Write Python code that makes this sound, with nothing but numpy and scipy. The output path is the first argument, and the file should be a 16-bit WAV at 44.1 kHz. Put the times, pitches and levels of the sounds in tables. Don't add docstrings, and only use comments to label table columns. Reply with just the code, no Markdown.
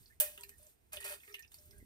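import sys
import numpy as np
from scipy import signal
from scipy.fft import rfft, irfft
from scipy.io import wavfile
from scipy.ndimage import uniform_filter1d

SR = 44100
rng = np.random.default_rng(int(sys.argv[2]) if len(sys.argv) > 2 else 0)


def voltage_ratio(decibels):
    exponent = np.asarray(decibels, float) / 20
    return 10 ** exponent


def to_wav(s):
    ch = np.atleast_2d(s).T
    pcm = np.round(np.clip(ch, -1, 1) * 32767)
    wavfile.write(sys.argv[1], SR, pcm.astype(np.int16))


N = 81585
T = np.arange(N) / SR


def evened(x):
    return x / np.sqrt(np.mean(x ** 2) + 1e-20)


def read(points, hz):
    f, value = np.transpose(points)
    return np.interp(np.log(hz + 1), np.log(f + 1), value)


def colour(x, points):
    level_db = np.maximum(read(points, np.abs(np.fft.fftfreq(4096, 1 / SR))), -100)
    log_gain = np.log(voltage_ratio(level_db))
    taps = np.fft.ifft(np.exp(np.conj(signal.hilbert(log_gain)))).real[:2048]
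    return signal.oaconvolve(x, taps / np.linalg.norm(taps))[:N]


def ring(x, modes):
    t = T[:SR // 2]
    body = sum(voltage_ratio(db - 60 * t / t60) * np.sin(2 * np.pi * hz * t) for hz, db, t60 in modes)
    return signal.oaconvolve(x, body / np.linalg.norm(body))[:N]


def resonate(x, hz, width_hz):
    r = np.exp(-np.pi * width_hz / SR)
    return signal.lfilter([1, 0, -r], [1, -2 * r * np.cos(2 * np.pi * hz / SR), r * r], x)


def stroke(start, length, rise, t60):
    release = np.clip(T - start - length, 0, 9)
    return np.clip((T - start) / rise, 0, 1) * voltage_ratio(-60 * release / t60)


def grit(spread_db, lump_db):
    lumps = evened(uniform_filter1d(rng.standard_normal(N), size=150))
    catches = np.minimum(rng.exponential(1, N), 4)
    return evened(rng.standard_normal(N) * voltage_ratio(spread_db * catches + lump_db * lumps))


# time_s, level_db
RUMBLE = [(0, -62.5), (.05, -72), (.6, -70.5), (.75, -80.5), (.88, -76), (.95, -67), (1.05, -71),
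          (1.3, -78.5), (1.55, -72.5), (1.7, -65), (1.85, -59)]
# freq_hz, density_db
RUMBLE_COLOUR = [(12, -20), (20, -13), (39, -4.5), (64, 1.5), (82, -0.5), (211, -18.5), (242, -17),
                 (300, -23), (390, -18.5), (660, -120)]
# freq_hz, density_db
AIR_COLOUR = [(88, -39.5), (150, -2), (492, 1), (563, -13.5), (646, -3), (1110, -13.5), (1230, -13.5),
              (2420, -12.5), (15700, -38.5)]


def kitchen():
    a, b, c, d = rng.standard_normal((4, N))
    same = .6
    right = same * a + np.sqrt(1 - same ** 2) * b
    low = np.array([colour(v, RUMBLE_COLOUR + [(600, -71.0)]) for v in (a, right)])
    rumble = voltage_ratio(1.5) * low * voltage_ratio(np.interp(T, *np.transpose(RUMBLE)))
    thud_s, thud_width_s = 1.828, .0011
    u = (T - thud_s) / thud_width_s
    thud = voltage_ratio(-44) * u * np.exp(-u * u)
    air = np.array([colour(v, [(60, -35)] + AIR_COLOUR) for v in (c, d)])
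    return rumble + thud + voltage_ratio(-79) * air


# time_s, level_db
RUB = [(0, -65.5), (.06, -70.5), (.11, -72.5), (.19, -80.5), (.33, -62.5), (.5, -68.5), (.565, -73),
       (.585, -66), (.7, -67.5), (.77, -82), (.9, -79), (1.0, -81), (1.2, -66), (1.3, -63), (1.41, -76),
       (1.5, -76.5), (1.53, -63.5), (1.85, -73.5)]
# freq_hz, density_db
RUB_COLOUR = [(300, -37), (1000, -10), (3000, -7.5), (6000, -8.5), (9000, 2), (10500, -9.5), (12000, 5.5),
              (15800, -6.5)]


def rubbing():
    light = grit(1.3, 0.64) * voltage_ratio(np.interp(T, *np.transpose(RUB)))
    return colour(light, RUB_COLOUR)


# start_s, peak_db, pitch_hz, bright_share_db
TICKS = [(0.0297, -64.5, 4700, -4), (0.0583, -55, 4600, -12), (0.077, -62.5, 4600, -8),
         (0.3767, -43, 3080, -5.5), (0.378, -51, 1400, -17), (0.4088, -53, 8060, 10),
         (0.4342, -42.5, 2540, 1), (0.433, -47, 4560, -17), (0.484, -65, 8450, 9),
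         (0.4907, -55.5, 2730, 12), (0.5815, -56, 9600, -8), (0.628, -54.5, 9150, -7),
         (0.667, -55.5, 7400, -1), (0.931, -46, 9400, 10.5), (0.9698, -35, 2860, -11.5),
         (1.002, -49.5, 8700, 1), (1.026, -42.5, 2670, -15), (1.0414, -47.5, 8900, 14),
         (1.202, -53.5, 2860, -17), (1.2317, -51, 2290, -14), (1.276, -50, 2250, -22),
         (1.296, -60.5, 3870, -12), (1.324, -53.5, 5500, -16), (1.341, -35, 2820, -9),
         (1.34, -48.5, 5700, -15), (1.3515, -42.5, 2690, -13), (1.35, -52, 3870, -5),
         (1.365, -61, 2760, -10), (1.383, -48, 2500, -20), (1.3924, -62.5, 10400, 18),
         (1.4228, -52.5, 5900, -0.5), (1.4285, -52.5, 2600, -27), (1.446, -51.5, 2650, -16),
         (1.476, -61.5, 5500, -7), (1.517, -56.5, 3200, 7.5), (1.5413, -52.5, 4770, 3),
         (1.585, -55, 5260, -20), (1.6551, -53.5, 13500, -13), (1.708, -58.5, 5650, 11),
         (1.78, -53.5, 10800, -4)]


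def ticks():
    tick_q, trim_db = 4.5, -8
    noise = grit(1.1, 3.0)
    bright = colour(noise, RUB_COLOUR)
    out = np.zeros(N)
    for s, db, hz, bright_db in TICKS:
        shape = stroke(s, length=.003, rise=.0005, t60=.02)
        own = shape * resonate(resonate(noise, hz, hz / tick_q), hz, 2 * hz / tick_q)
        own *= np.linalg.norm(shape) / np.linalg.norm(own)
        out += voltage_ratio(db + trim_db) * (own + voltage_ratio(bright_db) * shape * bright)
    return out


# start_s, length_s, level_db, pitch_hz
HUMS = [(.1, .012, -67, 1720), (.12, .012, -69, 2020), (.38, .14, -71, 402), (.39, .045, -73, 970),
        (.38, .015, -67, 1870), (.39, .04, -73, 3230), (.41, .012, -72, 1370), (.435, .015, -67, 1830),
        (.515, .025, -70, 1830), (.595, .08, -72, 604), (.68, .04, -79, 400), (.93, .045, -54, 600),
        (.93, .24, -70, 402), (.975, .008, -62, 1870), (.999, .016, -57, 1870), (1.033, .02, -56, 1860),
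        (1.052, .018, -55, 598), (1.103, .032, -58, 597), (1.085, .05, -62, 2540), (1.236, .015, -71, 2050),
        (1.278, .055, -68, 408), (1.282, .014, -64, 1860), (1.295, .025, -70, 2280),
        (1.278, .04, -72, 1260), (.204, .022, -54, 598), (1.328, .006, -69, 2280), (1.342, .045, -74, 410),
        (1.345, .012, -69, 1850), (1.37, .006, -67, 1860), (1.387, .02, -63, 1850), (1.38, .02, -71, 2850),
        (1.428, .026, -69, 1780), (1.436, .006, -67, 2600), (1.718, .012, -66, 2015),
        (1.73, .05, -74, 1580), (1.8, .02, -73, 2010), (1.69, .13, -75, 408), (1.043, .085, -53, 13220),
        (1.58, .22, -82, 600), (.26, .02, -62, 1875)]


def hums():
    pure_below_hz, pure_above_hz = 910, 357
    noise, out = rng.standard_normal(N), np.zeros(N)
    for s, length, db, hz in HUMS:
        width_hz = min(14 + 70 * (hz / 2000) ** 2, 180)
        fuzz = evened(resonate(resonate(noise, hz, width_hz), hz, hz / 8))
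        purity = 1.5 / (1 + (hz / pure_below_hz) ** 4) / (1 + (pure_above_hz / hz) ** 6)
        pure = purity * np.sin(2 * np.pi * hz * (T - s))
        out += voltage_ratio(db) * stroke(s, length, rise=.002, t60=.03) * evened(pure + 0.62 * fuzz)
    return out


# pitch_hz, level_db, t60_s
STEEL = [(7560, -6, .1), (8180, -3, .15), (8560, -4, .12), (9000, -6, .12), (9840, -8, .2), (10300, -6, .1),
         (11010, -5, .15), (11680, -6, .1), (12195, -1, .2), (12423, -3, .3), (13140, -4, .1),
         (13300, 2, .2), (14730, 0, .12), (15100, -4, .1)]
# pitch_hz, level_db, t60_s
RIM = [(598, 3, .16), (1430, -10, .08), (1875, -4, .11), (2535, -5, .1), (3270, -7, .05), (3770, -11, .06),
       (4660, -5, .06), (4870, -10, .06), (5310, -12, .05), (6120, -9, .07), (6570, -9, .03)]
# freq_hz, density_db
TAP_COLOUR = [(250, -57), (450, -32), (3300, -10.5), (4700, -27.5), (6900, -11.5), (7700, -3.5),
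              (13000, 0.5), (15800, -1)]
# freq_hz, density_db
CLANK_COLOUR = [(300, -46.5), (700, -7.5), (1500, -3.5), (3000, 2), (4200, -7), (5000, -5), (7000, -2.5),
                (15800, -22)]


def tap():
    tap_s, bounce_s = .2006, .2045
    noise = rng.standard_normal((3, N))
    crack = voltage_ratio(-19.5) * noise[0] * stroke(tap_s, .001, .0002, t60=.023)
    bounce = voltage_ratio(-21) * noise[0] * stroke(bounce_s, .0036, .0049, t60=.012)
    shimmer = voltage_ratio(-34.5) * noise[1] * stroke(tap_s, .0061, .00027, t60=.28)
    clank = voltage_ratio(-45.5) * noise[2] * stroke(tap_s, .0068, .00074, t60=.3)
    blow = 38.0 * (np.arange(N) == round(tap_s * SR))
    wires = colour(bounce + crack + shimmer, TAP_COLOUR)
    bowl = colour(clank, CLANK_COLOUR) + voltage_ratio(-3) * ring(clank, RIM)
    return wires + bowl + voltage_ratio(-34.5) * ring(blow, STEEL) + voltage_ratio(-50) * ring(blow, RIM)


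SCRAPE_STARTS = (.919, 1.002, 1.041)
# length_s, level_db, release_t60_s
SCRAPES = [
    (0.044, -52.5, 0.12),
    (0.0016, -53, 0.17),
    (0.083, -48, 0.15),
]
# freq_hz, density_db
SCRAPE_COLOUR = [(200, -44), (400, -9.5), (900, -9), (2500, -2.5), (5600, -13.5), (8500, -2.5),
                 (13500, -5.5), (15800, -14.5)]


def scraping():
    pressure = np.zeros(N)
    for s, (length, db, fall) in zip(SCRAPE_STARTS, SCRAPES):
        pressure += voltage_ratio(db) * stroke(s, length, .003, fall)
    firm = grit(2.8, 3.4) * pressure
    rim = ring(firm, RIM[1:])
    return colour(firm, SCRAPE_COLOUR) + voltage_ratio(-11) * ring(firm, STEEL) + voltage_ratio(-8) * rim


def room(x):
    taps = np.zeros((2, SR // 2))
    at = np.arange(60, SR // 2 - 20, 20) + rng.integers(0, 20, (2, (SR // 2 - 61) // 20))
    np.put_along_axis(taps, at, rng.choice([-1., 1.], at.shape), 1)
    taps *= voltage_ratio(-60 * T[:SR // 2] / .1)
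    return signal.fftconvolve(x[None], taps / np.linalg.norm(taps[0]), axes=1)[:, :N]


def scene():
    low_cut = signal.butter(4, 390, 'high', fs=SR, output='sos')
    near = signal.sosfilt(low_cut, rubbing() + ticks() + tap() + scraping()) + hums()
    lag_s = .0002
    hz = np.fft.rfftfreq(N, 1 / SR)
    late = irfft(rfft(near) * np.exp(-2j * np.pi * hz * lag_s), N)
    return voltage_ratio(1.0) * np.array([near, late]) + voltage_ratio(-2.5) * room(near) + kitchen()


def roll_off(x):
    return signal.sosfilt(signal.butter(12, 17110, fs=SR, output="sos"), x)


# freq_hz, left_minus_right_db
LEAN = [(60, -5.5), (130, -4.5), (290, -4), (640, 7), (1410, -6), (3100, -5), (6820, -7.5), (15000, 1.5)]


def record(dry):
    hz = np.fft.rfftfreq(N, 1 / SR)
    balance = voltage_ratio(read(LEAN, hz) * np.array([[.5], [-.5]]))
    edge = np.sqrt(1 + (hz / 15480) ** 160)
    mix = irfft(rfft(dry, axis=1) * balance / edge, N, axis=1)
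    return roll_off(mix)


dry = scene()
out = record(dry)
to_wav(out)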